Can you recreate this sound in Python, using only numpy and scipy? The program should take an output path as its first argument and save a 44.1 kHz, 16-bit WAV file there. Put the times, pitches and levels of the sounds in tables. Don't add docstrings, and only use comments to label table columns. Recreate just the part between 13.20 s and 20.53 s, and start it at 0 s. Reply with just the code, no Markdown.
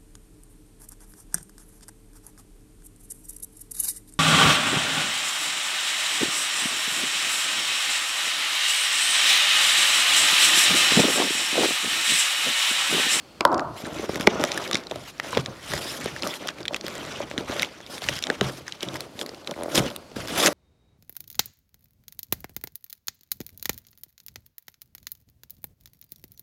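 import sys
import numpy as np
from scipy import signal
from scipy.io import wavfile
from scipy.ndimage import uniform_filter1d

SR = 44100
rng = np.random.default_rng(int(sys.argv[2]) if len(sys.argv) > 2 else 0)


def waveform_to_disk(signal):
    frames = np.transpose(np.atleast_2d(signal))
    scaled = np.clip(frames, -1, 1) * 32767
    samples = np.round(scaled).astype(np.int16)
    wavfile.write(sys.argv[1], SR, samples)


def gain_from_db(level_db):
    decades = np.asarray(level_db, float) / 20
    return 10 ** decades


N = 323253


def evened(x):
    return x / np.sqrt(np.mean(x ** 2) + 1e-20)


def read(points, hz):
    f, value = np.transpose(points)
    return np.interp(np.log(hz + 1), np.log(f + 1), value)


def add(mix, start_s, sound):
    part = mix[round(start_s * SR):][:len(sound)]
    part += sound[:len(part)]


def colour(x, spectrum, skirt_db=30):
    hz = abs(np.fft.fftfreq(8192, 1 / SR))
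    octaves_beyond = abs(np.log2((hz + 1) / np.clip(hz, spectrum[0][0], spectrum[-1][0])))
    gain_db = np.maximum(read(spectrum, hz) - skirt_db * octaves_beyond, -100)
    log_gain = np.log(gain_from_db(gain_db))
    taps = np.fft.ifft(np.exp(np.conj(signal.hilbert(log_gain)))).real[:4096]
    return evened(signal.oaconvolve(x, taps)[:N])


def ring(x, hz, width_hz):
    r = np.exp(-np.pi * width_hz / SR)
    return signal.lfilter([1, 0, -1], [1, -2 * r * np.cos(2 * np.pi * hz / SR), r * r], x)


def friction(per_s, spread_db, smooth, gust_db):
    size = gain_from_db(spread_db * np.minimum(rng.exponential(1, N), 5)) * rng.choice([-1., 1.], N)
    clicks = evened(size * (rng.random(N) < per_s / SR))
    gusts = uniform_filter1d(rng.standard_normal(N), size=500)
    gusts = evened(uniform_filter1d(gusts, size=300))
    hiss = rng.standard_normal(N)
    return ((1 - smooth) * clicks + smooth * hiss) * gain_from_db(gust_db * gusts)


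# frequency in Hz, level in dB.
AIR_SPECTRUM = [(20, -8), (63, 1), (270, 2.5), (550, -1.5), (1000, -6.5), (1400, -8.5), (1900, -13),
                (2800, -11), (3540, -13), (3900, -17), (4330, -8.5), (5200, -16.5), (15200, -31.5),
                (16500, -40)]


def still_air():
    level_db = np.where(np.arange(N) < KNOCKS[0][0] * SR, -49.5, -51)
    return gain_from_db(level_db) * colour(rng.standard_normal(N), AIR_SPECTRUM)


# frequency in Hz, t60 in seconds.
ROOM_T60 = [(150, 0.266), (1000, 0.075), (4000, 0.083), (12000, 0.087)]


def room(x):
    taps = np.zeros(SR // 2)
    at = np.arange(120, len(taps) - 20, 20)
    taps[at + rng.integers(0, 20, len(at))] = rng.choice([-1., 1.], len(at))
    hz, t, z = signal.stft(taps, SR, nperseg=256)
    decay = gain_from_db(-60 * t / read(ROOM_T60, hz)[:, None])
    tail = signal.istft(z * decay, SR, nperseg=256)[1]
    return signal.fftconvolve(x, tail / np.linalg.norm(tail))[:N]


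# start in seconds, peak in dB, t60 in seconds.
THUMPS = [
    (2.18, -28.5, 0.27),
    (2.28, -30.5, 0.174),
    (5.211, -26, 0.445),
    (5.666, -36.5, 0.66),
    (6.59, -19, 0.19),
]
# frequency in Hz, level in dB, share of the thump's t60.
TABLE_MODES = [(132.82, 0, 0.963), (188.1, 2, 0.353), (376, -1, 0.325), (520, -10.5, 0.31),
               (737.4, -8.5, .4), (1055, -7.5, 0.39), (1301, -13.5, .4), (1600, -11, 0.31)]


def thumps():
    out, t = np.zeros(N), np.arange(SR // 2) / SR
    for start_s, db, t60_s in THUMPS:
        modes = sum(gain_from_db(mode_db - 60 * t / (share * t60_s)) * np.sin(2 * np.pi * hz * t)
                    for hz, mode_db, share in TABLE_MODES)
        add(out, start_s, gain_from_db(db) * np.minimum(t / 0.007, 1) * modes)
    return out


# time in seconds, level in dB.
ROCK = [
    (0.207, -21.5),
    (0.245, -38),
    (0.258, -17),
    (0.28, -25),
    (0.337, -18.5),
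    (0.39, -25),
    (0.45, -31),
    (0.6, -45.5),
]
# frequency in Hz, level in dB.
MAT_SPECTRUM = [(60, -17), (200, -15), (312, 0.5), (460, -11.5), (684, 2.5), (800, -7), (940, 0.5),
                (1350, -8), (1750, -28), (2600, -45)]


def rocking():
    drone = colour(friction(900, spread_db=2, smooth=.6, gust_db=1.5), MAT_SPECTRUM)
    time_s, level_db = np.transpose(ROCK + [(ROCK[-1][0] + 0.029, -120)])
    return drone * gain_from_db(np.interp(np.arange(N) / SR, time_s, level_db, left=-120, right=-120))


def patchy(x, depth_db):
    z = signal.stft(x, nperseg=512)[2]
    field = rng.standard_normal(z.T.shape).T
    field = uniform_filter1d(field, size=8, axis=0)
    field = evened(uniform_filter1d(field, size=4, axis=1))
    return evened(signal.istft(z * gain_from_db(depth_db * field), nperseg=512)[1][:N])


def ticks(per_s, spread_db):
    size = gain_from_db(spread_db * np.minimum(rng.exponential(1, N), 4)) * (rng.random(N) < per_s / SR)
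    kind = rng.integers(0, 8, N)
    out = np.zeros(N)
    for k, hz in enumerate(np.geomspace(1900, 7000, num=8)):
        once = ring(size * (kind == k), hz, .5 * hz)
        out += ring(once, hz, hz) * hz
    return evened(out)


def strokes(rows, lead_db_per_s, step_db, edge_s, drop_db, fade_db_per_s):
    t, power = np.arange(0, N, 64) / SR, 0
    for start_s, hold_s, db, coupled_db in rows:
        before = np.maximum(start_s + edge_s / 2 - t, 0)
        after = np.maximum(t - start_s - hold_s, 0)
        level_db = db + step_db * np.minimum(before / edge_s, 1) + lead_db_per_s * before
        level_db = level_db + drop_db * np.minimum(after / edge_s, 1) + fade_db_per_s * after
        power = power + gain_from_db(level_db + np.array([[0], [coupled_db]])) ** 2
    return np.array([np.interp(np.arange(N) / SR, t, p) for p in power])


# frequency in Hz, level in dB.
WALL_SPECTRUM = [(88, -47), (150, -11), (324, -4), (450, -7), (589, -3), (825, -10), (1500, -15.5),
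                 (1950, -84.5), (3300, -120)]
RUMBLE_SPECTRUM = [(20, -9.5), (55, -3.5), (134, 0.5), (200, -5.5), (300, -22.5)]
SCRAPE_SPECTRUM = [(650, -9), (1100, -4), (1900, -6), (3000, -4), (4300, -14.5), (6000, -11), (9000, -39),
                   (15000, -72.5)]
FIZZ_SPECTRUM = [(3000, -17), (5000, 3), (7900, -9), (9300, -5.5), (12800, -9), (13400, -13.5),
                 (16000, -21.5)]
# start in seconds, hold in seconds, wall level in dB, table rumble in dB re wall.
GRIPS = [(.42, 0.098, -52, 9), (.635, 0.0323, -31.5, -19.5), (.72, 0.125, -37, -12),
         (.88, 0.0155, -39.5, -5.5), (.93, 0.0184, -31.5, -20.5), (.99, 0.0234, -30, -13),
         (1.1, 0.1323, -28, -17.5), (1.28, 0.172, -34.5, -17.5), (1.51, 0.0186, -27.5, -21),
         (1.705, 0.084, -42, -3), (2.02, 0.132, -41, -7.5), (2.13, 0.048, -35, -1), (2.22, 0.091, -42, -12),
         (2.48, 0.107, -35, -7), (2.6, 0.378, -41.5, -9), (3.0, 0.0724, -31.5, -17.5),
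         (3.2, 0.069, -36.5, -17.5), (3.37, 0.021, -39.5, -7), (3.5, 0.0297, -38, -16.5),
         (3.64, 0.32, -39.5, -9.5), (3.99, 0.04, -34.5, -11), (4.16, 0.027, -32, -9),
         (4.28, 0.1436, -36, -13.5), (4.7, 0.028, -37, -15), (4.84, 0.087, -38, -3.5),
         (5.03, 0.0894, -36.5, -24), (5.21, 0.0586, -32, -6), (5.62, 0.134, -38.5, -13),
         (5.78, 0.077, -44, -10), (5.99, 0.0434, -38.5, -22.5)]
PRESSES = [
    (6.07, 0.184, -49, -19),
    (6.27, 0.0517, -40.5, -38),
    (6.36, 0.167, -43, -12),
    (6.53, 0.033, -31.5, -15),
    (6.572, 0.0217, -22, -13),
    (6.61, 0.0633, -31, -9.5),
    (6.96, 0.0983, -40, -3),
    (7.1, 0.093, -34.5, -10.5),
    (7.17, .04, -26, -25),
    (7.215, 0.068, -20, -25),
]
# start in seconds, hold in seconds, scrape in dB, tape fizz in dB re scrape.
SLIDES = [(.565, 0.0565, -45.5, -1), (.64, 0.03, -39, -13), (.68, .05, -46, -8), (.74, 0.118, -39.5, -10),
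          (.887, .09, -39, -10), (.995, .045, -39, -9), (1.045, .02, -48, -10), (1.09, 0.12, -39, -18),
          (1.2, 0.2635, -37, -11), (1.47, .03, -44, -10), (1.525, 0.045, -36, -14), (1.58, .03, -44, -12),
          (1.7, 0.085, -49, -8.5), (1.79, 0.05, -49.5, -3), (1.85, 0.0545, -45.5, -3),
          (2.03, 0.181, -39, -9.5), (2.24, 0.18, -50, -7.5), (2.42, 0.069, -44, -6.5),
          (2.49, 0.1057, -36.5, -3), (2.61, 0.09, -38, -1), (2.7, .08, -38, 0), (2.8, 0.0854, -37, -13.5),
          (2.89, 0.116, -43.5, -10), (3.02, 0.152, -39.5, -3.5), (3.19, 0.1193, -44, -11.5),
          (3.37, 0.0447, -49, -12), (3.52, 0.0516, -47, -11), (3.64, 0.27, -42.5, -9.5),
          (3.84, 0.195, -41.5, -16.5), (4.06, 0.085, -48, -10.5), (4.18, 0.031, -40.5, -10),
          (4.28, 0.1745, -36, -11.5), (4.5, 0.176, -52.5, -16), (4.7, 0.091, -44.5, 0.5),
          (4.82, 0.1595, -37, -6.5), (5.02, 0.134, -45.5, -10), (5.225, 0.0706, -36.5, -9),
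          (5.12, 0.066, -49, -12.5), (5.31, 0.0843, -52, 2.5), (5.61, 0.0426, -39.5, -10),
          (5.66, 0.063, -48, -8.5), (5.73, 0.038, -44, -4.5), (5.79, 0.061, -47, -5.5)]
CUTS = [(5.465, 0.0346, -44, -10.5), (5.51, 0.048, -49.5, -10), (5.958, 0.028, -50, -4),
        (5.99, 0.041, -46, 4.5), (6.06, 0.161, -54.5, -7), (6.26, 0.179, -53, -3), (6.548, 0.0483, -28, 1),
        (6.6, 0.0937, -39.5, -29.5), (6.958, 0.101, -43, -5), (7.08, 0.093, -38, -5.5),
        (7.15, .02, -33, -3), (7.175, 0.045, -24, -1), (7.225, .055, -23, -2)]


def rubbing():
    shared = friction(1500, spread_db=2.5, smooth=0, gust_db=1.5)
    body = 0.19 * shared + friction(900, spread_db=3.2, smooth=0.6, gust_db=1.8)
    wall = colour(patchy(body, depth_db=2), WALL_SPECTRUM)
    rumble = colour(friction(200, spread_db=3, smooth=.5, gust_db=2), RUMBLE_SPECTRUM)
    fine = .25 * shared + friction(4500, spread_db=2.9, smooth=.66, gust_db=1.8)
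    fine = patchy(fine, depth_db=3)
    scrape = colour(fine, SCRAPE_SPECTRUM) + .42 * ticks(350, spread_db=3)
    fizz = colour(fine, FIZZ_SPECTRUM)
    pushed = strokes(GRIPS, lead_db_per_s=-140, step_db=-6, edge_s=0.0814, drop_db=-7.5, fade_db_per_s=-74.5)
    pushed += strokes(PRESSES, lead_db_per_s=-150, step_db=-8, edge_s=.02, drop_db=-10, fade_db_per_s=-80)
    slid = strokes(SLIDES, lead_db_per_s=-170, step_db=-9, edge_s=0.0111, drop_db=-9.5, fade_db_per_s=-120)
    slid += strokes(CUTS, lead_db_per_s=-170, step_db=-12.5, edge_s=0.0034, drop_db=-13.5, fade_db_per_s=-100)
    gains = np.sqrt(np.vstack([pushed, slid]))
    return (gains * (wall, rumble, scrape, fizz)).sum(axis=0)


# start in seconds, peak in dB, pitch in Hz.
KNOCKS = [(0.2069, -20.5, 431), (0.2514, 2.5, 1007), (0.932, -24.5, 283.5), (0.9586, -21.5, 304),
          (0.2535, -12, 1026), (1.0726, -10, 880), (1.0728, -1, 390), (1.2384, -12.5, 617.5),
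          (1.512, -19.5, 1212), (1.7105, -19.5, 628), (1.7569, -21, 632), (2.1299, -16, 1023),
          (2.5362, -18, 620), (3.0663, -19.5, 1190), (3.4052, -29.5, 352), (3.5084, -23, 601),
          (3.642, -25, 367), (4.0027, -19, 600), (4.178, -22.5, 296.2), (4.8199, -24.5, 730),
          (4.8915, -19.5, 571), (5.0999, -11.5, 484), (5.2127, -10, 420), (5.63, -22, 387),
          (5.7545, -23.5, 963), (6.0885, -30.5, 461), (6.914, -36, 440), (6.9642, -21.5, 253.6),
          (7.279, -11, 561)]
HELD_KNOCKS = [(0.601, -30, 596), (0.638, -24.5, 248.7), (0.726, -24.5, 264), (0.764, -26.5, 288),
               (1.001, -18, 267.4), (1.31, -24, 537), (2.045, -29, 634), (3.529, -24.5, 627), (4.14, -29.5, 281),
               (4.185, -20.5, 271), (4.207, -25.5, 381), (4.296, -21, 261.3), (4.361, -22.5, 561),
               (4.602, -32, 533), (4.698, -30, 527), (5.954, -33, 223), (6.059, -31, 570), (6.116, -34, 519),
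               (6.602, -15, 328), (6.982, -29, 201),
               (0.7961, -22, 331), (0.831, -22, 402), (0.8401, -20, 407), (0.8927, -13.5, 397),
         (1.0693, -14, 500), (1.0735, -9, 1230), (1.5444, -18, 289), (1.7193, -20, 495), (2.171, -8.5, 460),
         (2.858, -16, 416.7), (4.1113, -23, 560), (4.3087, -21, 481), (6.0177, -25, 475),
         (6.2929, -22, 528), (6.314, -20.5, 587), (6.4585, -18.5, 552), (6.4816, -18.5, 589),
         (6.5784, -10.5, 460.4)]
# start in seconds, peak in dB.
TEETH = [
    (6.3625, -29.5),
    (6.377, -26.5),
    (6.389, -26),
    (6.4, -23.5),
    (6.41, -22),
    (6.422, -22.5),
    (6.434, -22),
    (6.445, -22),
]


def knock_rows():
    free_t60_s, held_t60_s, tooth_hz = 0.0257, 0.0138, 571
    teeth = [row + (tooth_hz,) for row in TEETH]
    free = [row + (free_t60_s,) for row in KNOCKS]
    return free + [row + (held_t60_s,) for row in HELD_KNOCKS + teeth]


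def knocks():
    out, t = np.zeros(N), np.arange(6000) / SR
    rows = knock_rows()
    draws = rng.uniform(-0.959, 1, (len(rows), 3))
    grit = rng.standard_normal((len(rows), len(t))) * gain_from_db(-24 - 60 * t / .004)
    modes = ((0.962, 5.0, 0.0028), (0.55, -3.5, 0.211), (1.463, 2.0, 0.254))  # (pitch factor, dB, scatter)
    sagging_t = t + 0.000738 * (1 - np.exp(-t / 0.000698))
    for (start_s, db, hz, t60_s), detune, contact in zip(rows, draws, grit):
        purity_db = -17.5 * max(np.log2(hz / 500), 0)
        wall = np.zeros(len(t))
        for (factor, mode_db, scatter), draw in zip(modes, detune):
            level_db = mode_db + (factor > 1) * purity_db - 60 * t * factor ** 0.51 / t60_s
            mode_hz = hz * factor * (1 + scatter * draw)
            wall += gain_from_db(level_db) * np.sin(2 * np.pi * mode_hz * sagging_t)
        wall = wall * np.minimum(t * hz / 1.103, 1)
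        add(out, start_s, gain_from_db(db) * (wall / abs(wall).max() + contact))
    return out


# start in seconds, peak in dB, ring pitch in Hz.
SNAPS = [(0.328, -29.5, 3260), (0.9572, -17.5, 1780), (1.0096, -15.5, 2030), (1.2387, -4.5, 1630),
         (1.4765, -25.5, 3692), (1.5123, -15, 3450), (2.859, -19, 1960), (3.0732, -13.5, 5560),
         (3.2729, -18.5, 3550), (3.6655, -19.5, 3420), (3.6816, -19, 1800), (3.753, -22, 7000),
         (3.78, -24, 7000), (4.4214, -12, 3600), (4.8928, -14.5, 5500), (4.989, -20.5, 4478),
         (5.025, -17, 3330), (5.8062, -18, 4320), (6.013, -16.5, 3550), (6.0624, -22.5, 3978),
         (6.311, -21, 3670), (6.4343, -20, 9000), (6.5557, -6.5, 6900), (6.762, -21, 3370),
         (6.7622, -25.5, 11590), (7.074, -25, 4920), (7.083, -20, 3720), (7.261, 1, 7440),
         (7.271, -5.5, 1910)]
CLICKS = [(0.2079, -12, 4800), (0.2081, -12, 2200), (0.2764, -37, 4000), (0.318, -32, 5030),
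          (0.344, -21, 4670), (0.379, -26.5, 5040), (1.2499, -15, 5400), (1.545, -11.5, 3830),
          (1.554, -9.5, 2290), (1.6692, -23, 4000), (1.712, -19, 2650), (4.43, -8.5, 2190),
          (2.1495, -17.5, 2320), (3.023, -15.5, 4190), (3.43, -28.5, 4100), (3.4541, -16.5, 2350),
          (3.481, -12.5, 3050), (3.535, -23.5, 3080), (3.5446, -13, 2550), (3.6106, -21, 4500),
          (4.3959, -9, 3000), (4.78, -26, 3180), (5.0388, -12, 3170), (5.48, -21, 5500),
          (5.4803, -22, 1900), (5.607, -24.5, 3340), (5.6865, -22, 3660), (5.9919, -19, 3750),
          (6.0922, -23.5, 4230), (6.2737, -15.5, 3270)]
CREASES = [(0.2516, -4, 1200), (0.3951, -15.5, 1270), (1.0684, -19, 2580), (1.0723, 5.5, 1990),
           (1.0729, -1, 2700), (1.318, -13, 4180), (1.531, -10.5, 3680), (1.999, -9, 1550),
           (2.173, -9.5, 2880), (2.179, -14.5, 2190), (2.2605, -13.5, 3340), (2.9634, -20.5, 1850),
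           (3.0336, -14, 2800), (3.284, -17, 4000), (3.2881, -13, 2840), (4.113, -22.5, 2270),
           (4.179, -11, 2940), (4.8876, -4.5, 2450), (5.0696, -15.5, 3170), (5.1011, -10, 1560),
           (5.2106, -8, 1620), (5.2118, -15, 2500), (5.5231, -16.5, 3100)]
CRUNCHES = [
    (1.375, -15, 1670),
    (1.7574, -27, 2980),
    (2.535, -16, 1720),
    (3.5616, -21, 3220),
    (5.6283, -17, 3290),
    (5.7563, -24, 2030),
    (6.5761, -8, 3170),
    (6.9618, -27.5, 1550),
]
POPS = [(.406, -32, 5500), (.6674, -32, 9500), (.7344, -35, 9500), (.9453, -24, 3400), (.9984, -21, 3400),
        (1.0174, -25, 3470), (1.0294, -24, 3500), (1.1967, -25, 2430), (1.2124, -23, 5400),
        (1.2734, -24, 5000), (1.3274, -26, 4000), (1.3444, -27, 6500), (1.4411, -23, 3640),
        (1.5704, -21, 4800), (1.6372, -32, 3650), (1.6984, -35, 6000), (1.9809, -36, 5000),
        (2.1076, -27, 6700), (2.1994, -27, 5800), (2.5114, -24, 3030), (2.5187, -20, 2000),
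        (2.5661, -20, 1800), (2.578, -20, 2200), (2.8124, -29, 8000), (2.8434, -25, 9000),
        (3.1393, -24, 2500), (3.3044, -30, 4200), (3.3852, -31, 2230), (3.4057, -31.5, 3800),
        (3.4604, -27, 2200), (3.6484, -33, 7000), (3.7014, -28.5, 5000), (3.8511, -25, 4000),
        (4.0174, -27, 4500), (4.1004, -32, 7000), (4.1854, -22, 2000), (4.2093, -30, 3440),
        (4.2961, -25, 2200), (4.3655, -21, 3180), (4.4474, -22, 2580), (4.6044, -34, 1600),
        (4.6124, -35, 6000), (4.6643, -29, 4000), (4.8199, -20.5, 2600), (4.8414, -21, 3000),
        (4.9556, -23, 4290), (4.9654, -22, 4160), (4.9841, -23, 1800), (5.0304, -24, 6000),
        (5.7424, -25, 4290), (5.7684, -30, 4500), (6.1464, -32, 3190), (6.2467, -32.5, 3620),
        (6.34, -30, 2400), (6.6643, -22, 2200), (6.7027, -26, 3510), (6.7124, -28, 3000),
        (6.9012, -42, 6000), (6.9162, -38, 2500), (7.0045, -29, 5500)]
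# top end in dB re peak, t60 in seconds, ring width re pitch, share of broad snap.
CRACK_KINDS = [
    (-13.5, 0.00765, 0.462, 0.73),
    (-25.5, 0.0071, 0.252, 0.5),
    (-27.5, 0.00559, 0.37, 0.296),
    (-14.5, 0.0168, 0.257, 0.69),
    (-19, 0.0051, 0.348, 0.314),
]


def crack_rows():
    tick_db, tick_hz = -11.5, 2000
    teeth = [(start_s, db + tick_db, tick_hz) for start_s, db in TEETH]
    tables = SNAPS, CLICKS, CREASES, CRUNCHES, POPS + teeth
    return [row + tuple(kind) for table, kind in zip(tables, CRACK_KINDS) for row in table]


def cracks():
    out, t = np.zeros(N), np.arange(1500) / SR
    wide = signal.butter(1, [1100, 6000], "band", fs=SR)
    top = signal.butter(2, [5500, 12500], "band", fs=SR)
    for start_s, db, hz, top_db, t60_s, width, share in crack_rows():
        rise_s = .13 * t60_s
        burst = rng.standard_normal(len(t))
        first_break = abs(t - rise_s) < 1.2 / SR
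        burst = burst + .9 * np.sign(burst) * first_break
        burst = burst * gain_from_db(-60 * t / t60_s) * np.minimum(t / rise_s, 1) ** 2
        patch = ring(burst, hz, width * hz)
        snap = signal.lfilter(*wide, burst)
        tick = signal.lfilter(*top, burst)
        dull = signal.butter(3, max(6800, 1.3 * hz), fs=SR)
        patch = signal.lfilter(*dull, evened(patch) + share * evened(snap))
        crack = patch / abs(patch).max() + gain_from_db(top_db + 5.5) * tick / abs(tick).max()
        add(out, start_s - .0006, gain_from_db(db + 1.2) * crack)
    return out


def scene():
    hits = cracks() + knocks()
    near = hits + thumps() + rubbing() + rocking()
    near = near + .2 * np.roll(near, shift=24)
    wet = signal.lfilter(*signal.butter(1, 3000, fs=SR), room(np.tanh(hits)))
    return (near + gain_from_db(-15.5) * wet + still_air())[None]


def band_limit(x):
    return signal.sosfilt(signal.butter(12, 16840, fs=SR, output="sos"), x)


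def record(dry):
    heard = signal.lfilter(*signal.butter(2, 44, "high", fs=SR), dry)
    squeezed = heard / (1 + abs(heard) ** 4) ** (1 / 4)
    edge = signal.firwin(255, 16050, window=("kaiser", 5), fs=SR)
    return band_limit(signal.oaconvolve(squeezed, edge[None], "same"))


dry = scene()
out = record(dry)
waveform_to_disk(out)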